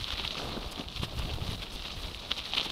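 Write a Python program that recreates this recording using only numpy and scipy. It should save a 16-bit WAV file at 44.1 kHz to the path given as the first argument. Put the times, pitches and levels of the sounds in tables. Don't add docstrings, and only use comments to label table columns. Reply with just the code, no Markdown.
import sys
import numpy as np
from scipy import signal
from scipy.io import wavfile
from scipy.ndimage import uniform_filter1d

SR = 44100
rng = np.random.default_rng(int(sys.argv[2]) if len(sys.argv) > 2 else 0)


def gain_from_db(level_db):
    decades = np.asarray(level_db, float) / 20
    return 10 ** decades


def generate_wav(sig):
    pcm = np.round(np.clip(np.atleast_2d(sig).T, -1, 1) * 32767).astype(np.int16)
    wavfile.write(sys.argv[1], SR, pcm)


N = 119511
SHORT_T = np.arange(-882, 882) / SR


def evened(x):
    return x / np.sqrt(np.mean(x ** 2) + 1e-20)


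def along(table, column=1):
    points = np.array(table)
    return np.interp(np.arange(N) / SR, points[:, 0], points[:, column])


def coloured(x, points, below_db=-30):
    f, level = np.transpose(points)
    hz = abs(np.fft.fftfreq(16384, 1 / SR)) + 1
    octaves_below = np.clip(np.log2(f[0] / hz), 0, 2)
    level_db = np.interp(np.log(hz), np.log(f), level) + below_db * octaves_below
    log_gain = np.log(gain_from_db(level_db))
    phase = -signal.hilbert(log_gain).imag
    taps = np.fft.ifft(np.exp(log_gain + 1j * phase)).real[:8192]
    return signal.fftconvolve(x, taps / np.linalg.norm(taps))[:N]


def drift(seconds):
    width = max(int(seconds * SR), 2)
    once = uniform_filter1d(rng.standard_normal(N), width)
    return evened(uniform_filter1d(once, width))


def swells(table):
    t = np.arange(N) / SR
    power = np.zeros(N)
    for centre, length, db in table:
        power += gain_from_db(2 * db) * np.exp(-(2 * (t - centre) / length) ** 4)
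    return np.sqrt(power)


def cracks(per_s, spread_db):
    size = gain_from_db(spread_db * np.minimum(rng.exponential(1, N), 4))
    strength = size * rng.standard_normal(N)
    return evened(strength * (rng.random(N) < per_s / SR))


def add(mix, s, sound):
    part = mix[max(round(s * SR) - len(sound) // 2, 0):][:len(sound)]
    part += sound[:len(part)]


def wavelet(hz, turns, phase, ring=0.96):
    stretch = np.where(SHORT_T > 0, ring, 1)
    bell = np.exp(-(SHORT_T * hz / turns / stretch) ** 2)
    return bell * np.cos(2 * np.pi * hz * SHORT_T + phase)


# time_s, crunch_db, softness_db (level of the low body)
TREAD_SNOW = [(0, -41.5, -4), (.3, -44, -0.5), (.4, -43.5, 5.5), (.56, -47, 10.5), (.63, -46.5, 4.5),
              (.82, -47.5, 7), (.87, -53.5, 6.5), (.97, -42, -4.5), (1.1, -49.5, 5), (1.2, -45.5, 3),
              (1.4, -49, 7), (1.5, -43, 2.5), (1.6, -48.5, 4), (1.9, -43, -2.5), (1.97, -46.5, 2.5),
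              (2.27, -46, 0.5), (2.45, -43.5, -3), (2.71, -41.5, 1)]
# centre_s, length_s, level_db
CRUSHED_LUMPS = [(.085, 0.012, -37), (.13, 0.022, -38), (.198, 0.036, -40.5), (.255, 0.048, -40.5),
                 (.309, 0.0044, -36.5), (.383, 0.024, -39.5), (.51, 0.088, -45.5), (.02, 0.021, -46.5),
                 (.178, 0.02, -43), (.434, 0.0088, -47), (.927, .01, -50), (1.858, 0.013, -39),
                 (2.652, 0.0067, -45), (.8, 0.054, -46), (.963, 0.034, -55), (1.038, 0.04, -41),
                 (1.196, 0.059, -45.5), (1.254, 0.01, -44.5), (1.303, 0.031, -43), (1.337, 0.016, -44.5),
                 (1.533, 0.044, -45), (1.607, 0.011, -51), (1.63, 0.021, -41.5), (1.42, 0.0093, -47.5),
                 (.347, 0.0056, -41.5), (2.045, 0.048, -46), (2.314, 0.019, -36), (2.385, 0.037, -40.5),
                 (2.455, .03, -45), (2.549, 0.0089, -34), (2.578, 0.023, -32.5), (2.655, 0.014, -39),
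                 (2.702, 0.0096, -41)]
# pitch_hz, level_db
HOUSING_TONE = [(1200, -4), (1650, -11.5), (2800, -0.5), (3900, 3), (5200, -10), (6300, -17), (7400, -26.5),
                (16000, -36)]
# pitch_hz, level_db
BODY_TONE = [(60, -39.5), (150, 4), (300, 1), (700, -0.5), (1200, -6), (1700, -15.5), (2400, -47)]


def tread():
    clump_db = 1.8 * drift(.007)
    level = np.hypot(gain_from_db(along(TREAD_SNOW) + clump_db), swells(CRUSHED_LUMPS))
    grains = cracks(6500, 1.6) * level

    share = 0.64
    scrape = cracks(1500, 1.8)
    scrape_db = along(TREAD_SNOW) + 1.2 * drift(.06)
    body = share * grains + np.sqrt(1 - share ** 2) * scrape * gain_from_db(scrape_db)
    body_db = -5 + along(TREAD_SNOW, column=2)

    colour_sway = np.tanh(.45 * drift(.012))
    crunch = grains + np.roll(colour_sway * grains, 3)
    return coloured(crunch, HOUSING_TONE, below_db=-27.5) + coloured(body * gain_from_db(body_db), BODY_TONE)


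# centre_s, length_s, level_db
SPRAY_BURSTS = [(.254, 0.019, -53), (.473, 0.13, -54.5), (.723, 0.019, -45.5), (1.04, 0.033, -45.5),
                (1.192, 0.01, -45.5), (1.24, 0.027, -56), (1.342, 0.012, -51), (1.5, 0.12, -56),
                (1.626, 0.025, -53), (1.742, 0.034, -47.5), (2.073, 0.19, -58), (2.384, 0.023, -54),
                (2.583, 0.038, -50.5), (2.65, 0.033, -53)]
# pitch_hz, level_db
SPRAY_TONE = [(1500, -15), (5000, 4), (7000, -6), (10000, -5.5), (12500, -9.5), (16000, -16)]


def spray():
    flicker_db = 1.9 * drift(.015)
    hiss_db = -65.5 + 0.63 * (along(TREAD_SNOW) + 57.0)
    level = np.hypot(gain_from_db(hiss_db), swells(SPRAY_BURSTS)) * gain_from_db(flicker_db)
    return coloured(cracks(17000, 2.2) * level, SPRAY_TONE)


# time_s, gust_db, flutter_db
WIND_LEVELS = [(0, -46, -40.5), (.1, -46, -63), (.14, -49, -58), (.24, -47.5, -44), (.33, -50, -61),
               (.45, -49, -43.5), (.7, -46, -60), (.92, -52, -52), (1.0, -43, -41), (1.1, -44.5, -45),
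               (1.18, -38.5, -45.5), (1.53, -42, -38.5), (1.6, -43.5, -51), (1.92, -49, -56.5),
               (2.04, -42, -56), (2.13, -48, -52.5), (2.32, -52.5, -53), (2.71, -51, -58)]
# pitch_hz, level_db
GUST_TONE = [(15, -6), (30, -3.5), (55, -4.5), (80, -7), (150, -37), (300, -49.5)]


def wind():
    gust_db = along(WIND_LEVELS) + 1.8 * drift(0.03)
    flaps_per_s, flap_hz = 130, 110
    sizes = rng.uniform(.4, 1, (2, N))
    flaps = sizes * (rng.random((2, N)) < flaps_per_s / SR)
    larger = signal.oaconvolve(flaps[0], -wavelet(flap_hz * .7, 0.3, 0.18), "same")
    smaller = signal.oaconvolve(flaps[1], -wavelet(flap_hz * 1.3, 0.3, 0.18), "same")
    flutter = larger + smaller
    flutter = evened(flutter - flutter.mean())
    rumble = coloured(rng.standard_normal(N), GUST_TONE)
    return rumble * gain_from_db(gust_db) + flutter * gain_from_db(along(WIND_LEVELS, column=2))


# time_s, peak_db, pitch_hz
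CRUST_SNAPS = [(0.0432, -18, 3570), (0.1055, -18, 3250), (0.1919, -23, 3430), (0.1975, -20, 3410),
               (0.248, -21, 3490), (0.251, -18, 2960), (0.2773, -17, 3830), (0.3086, -23, 3630),
               (0.3119, -25, 3510), (0.3825, -25, 2990), (0.6495, -28, 3690), (0.7598, -29, 3360),
               (0.7941, -25, 3470), (0.8094, -25, 3490), (0.8129, -28, 3420), (0.8801, -31, 3290),
               (0.8856, -25, 3430), (0.925, -29, 3290), (0.9624, -22, 3350), (1.0385, -23, 3200),
               (1.3, -29, 3050), (1.3042, -29, 2890), (1.3365, -27, 3650), (1.4169, -30, 2880),
               (1.5322, -26, 3680), (1.6215, -28, 3120), (1.6336, -27, 3430), (1.7607, -27, 3680),
               (1.8233, -26, 3940), (1.8547, -26, 3370), (1.8828, -24, 3260), (1.917, -29, 3420),
               (2.035, -26, 3460), (2.0595, -28, 3560), (2.1469, -24, 3010),
               (2.3109, -21, 3010), (2.3167, -10, 3230), (2.3198, -26, 3120), (2.3664, -26, 3640),
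              (2.3824, -24, 2880), (2.3924, -21, 3410), (2.4025, -25, 3310), (2.4561, -24, 3790),
              (2.5231, -25, 3850), (2.5359, -17, 3100), (2.5416, -23, 3500), (2.5504, -22, 3460),
              (2.574, -17, 2800), (2.5792, -19, 3000), (2.5824, -11, 3320), (2.5982, -16, 3290),
              (2.6049, -19, 3280), (2.6114, -16, 3480), (2.6161, -19, 3530), (2.649, -22, 3180),
              (2.6662, -25, 3320), (2.7018, -22, 3480),
               (.0122, -27, 3000), (.0835, -25, 3900), (.1172, -24, 3200), (.1245, -25, 3600),
                   (.1745, -25, 3900), (.2545, -27, 3030), (.28, -27, 3730), (.3543, -27, 2980),
                   (.3706, -27, 3140), (.3789, -28, 2580), (.4328, -29, 3660), (.5289, -29, 3930),
                   (.9013, -31, 3590), (1.0184, -30, 3600), (1.031, -27, 3630), (1.0345, -25, 3210),
                   (1.196, -30, 2910), (1.2217, -30, 3060), (1.2558, -30, 3230), (1.3394, -28, 3610),
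                   (1.4871, -31, 3500), (1.5097, -30, 3390), (1.5469, -29, 2970), (1.6678, -30, 2900),
                   (1.871, -28, 3550), (2.3235, -28, 3550), (2.3873, -25, 3140), (2.4413, -27, 3790),
                   (2.5375, -21, 3600), (2.5697, -23, 3390), (2.577, -22, 3600), (2.6631, -26, 3320)]


def snaps():
    out = np.zeros(N)
    tail_s = .0022
    for s, db, hz in CRUST_SNAPS:
        phase = rng.uniform(-1.47, 1)
        click = wavelet(hz, .95, phase, ring=1.7)
        low = gain_from_db(-19) * wavelet(rng.uniform(860, 1360), 0.98, phase)
        edge = gain_from_db(-22) * wavelet(5600, 1.8, phase)
        noise = rng.standard_normal(len(SHORT_T))
        fading = np.exp(-abs(SHORT_T) / tail_s) * (SHORT_T > 0)
        splinters = gain_from_db(-16) * evened(np.convolve(noise, click, "same")) * fading
        peak = gain_from_db(db) - gain_from_db(-48)
        add(out, s, peak * (click + low + edge + splinters))
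    return out


# time_s, peak_db, pitch_hz
LARGE_EDDIES = [(.0235, -32, 85), (0.138, -30.5, 60.5), (0.254, -35, 110), (0.4473, -37, 110),
                (0.6653, -33.5, 89), (.871, -37, 65), (1.0034, -27, 79), (1.157, -33, 96),
                (1.172, -30.5, 101), (1.199, -30, 91.5), (1.217, -33, 70.5), (1.2533, -30, 141),
                (1.3419, -27, 92), (1.3653, -32, 69), (1.605, -41, 80.5), (1.9718, -36, 100),
                (2.052, -36, 50.3), (2.092, -37, 80.4)]


def eddies():
    out = np.zeros(N)
    for s, db, hz in LARGE_EDDIES:
        add(out, s, -gain_from_db(db) * wavelet(hz, 0.59, rng.uniform(-0.53, 0.85)))
    return out


# time_s, peak_db
CRUST_KNOCKS = [(0.1055, -33.5), (0.1267, -32), (0.1302, -43), (0.1972, -35.5), (.251, -38), (0.355, -30.5),
                (0.399, -34), (0.5714, -34), (1.0327, -32.5), (2.31, -39), (2.3821, -40), (2.5361, -33),
                (2.66, -36)]


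def knocks():
    out = np.zeros(N)
    for s, db in CRUST_KNOCKS:
        hz = 1087 * rng.uniform(0.69, 1.37)
        add(out, s, gain_from_db(db) * wavelet(hz, 1.6, rng.uniform(-0.37, 1), ring=1.23))
    return out


# time_s, peak_db, pitch_hz
FRAME_THUDS = [(.128, -54, 410), (.398, -31, 473), (.451, -50, 298), (.492, -43, 300), (.516, -40, 224),
               (.568, -26, 470), (.577, -29.5, 274), (.778, -34, 259), (.799, -25.5, 243), (.812, -36, 355),
               (1.034, -25, 134), (1.034, -28, 380), (1.037, -28, 960), (1.197, -27, 930),
               (1.303, -31, 410), (1.385, -32.5, 517), (1.492, -28, 134), (1.424, -25, 96),
               (1.76, -37, 288), (2.118, -36.5, 322), (.803, -32.5, 590), (2.3165, -31, 610),
               (2.617, -34.5, 380), (2.598, -28.5, 640), (2.666, -31, 280)]


def thuds():
    out = np.zeros(N)
    for s, db, hz in FRAME_THUDS:
        add(out, s, gain_from_db(db) * wavelet(hz, 0.54, rng.uniform(1.7, 3.2)))
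    return out


def spoke_ping():
    out = np.zeros(N)
    start_s, peak_db, pitch_hz, fade_60db_s = 1.517, -42, 10600, .025
    level = gain_from_db(peak_db - 60 * abs(SHORT_T) / fade_60db_s) * (SHORT_T > 0)
    add(out, start_s, level * np.sin(2 * np.pi * pitch_hz * SHORT_T))
    return out


def scene():
    snow = tread() + snaps() + spray()
    bicycle = thuds() + knocks() + spoke_ping()
    air = wind() + eddies()
    return (snow + bicycle + air)[None]


def band_limit(x):
    return signal.sosfilt(signal.butter(12, 15690, fs=SR, output="sos"), x)


def record(dry):
    edge_hz = 15700
    low_pass = signal.firwin(511, edge_hz, window=("kaiser", 9), fs=SR)
    limited = signal.oaconvolve(dry, low_pass[None], "same")
    return band_limit(limited)


dry = scene()
out = record(dry)
generate_wav(out)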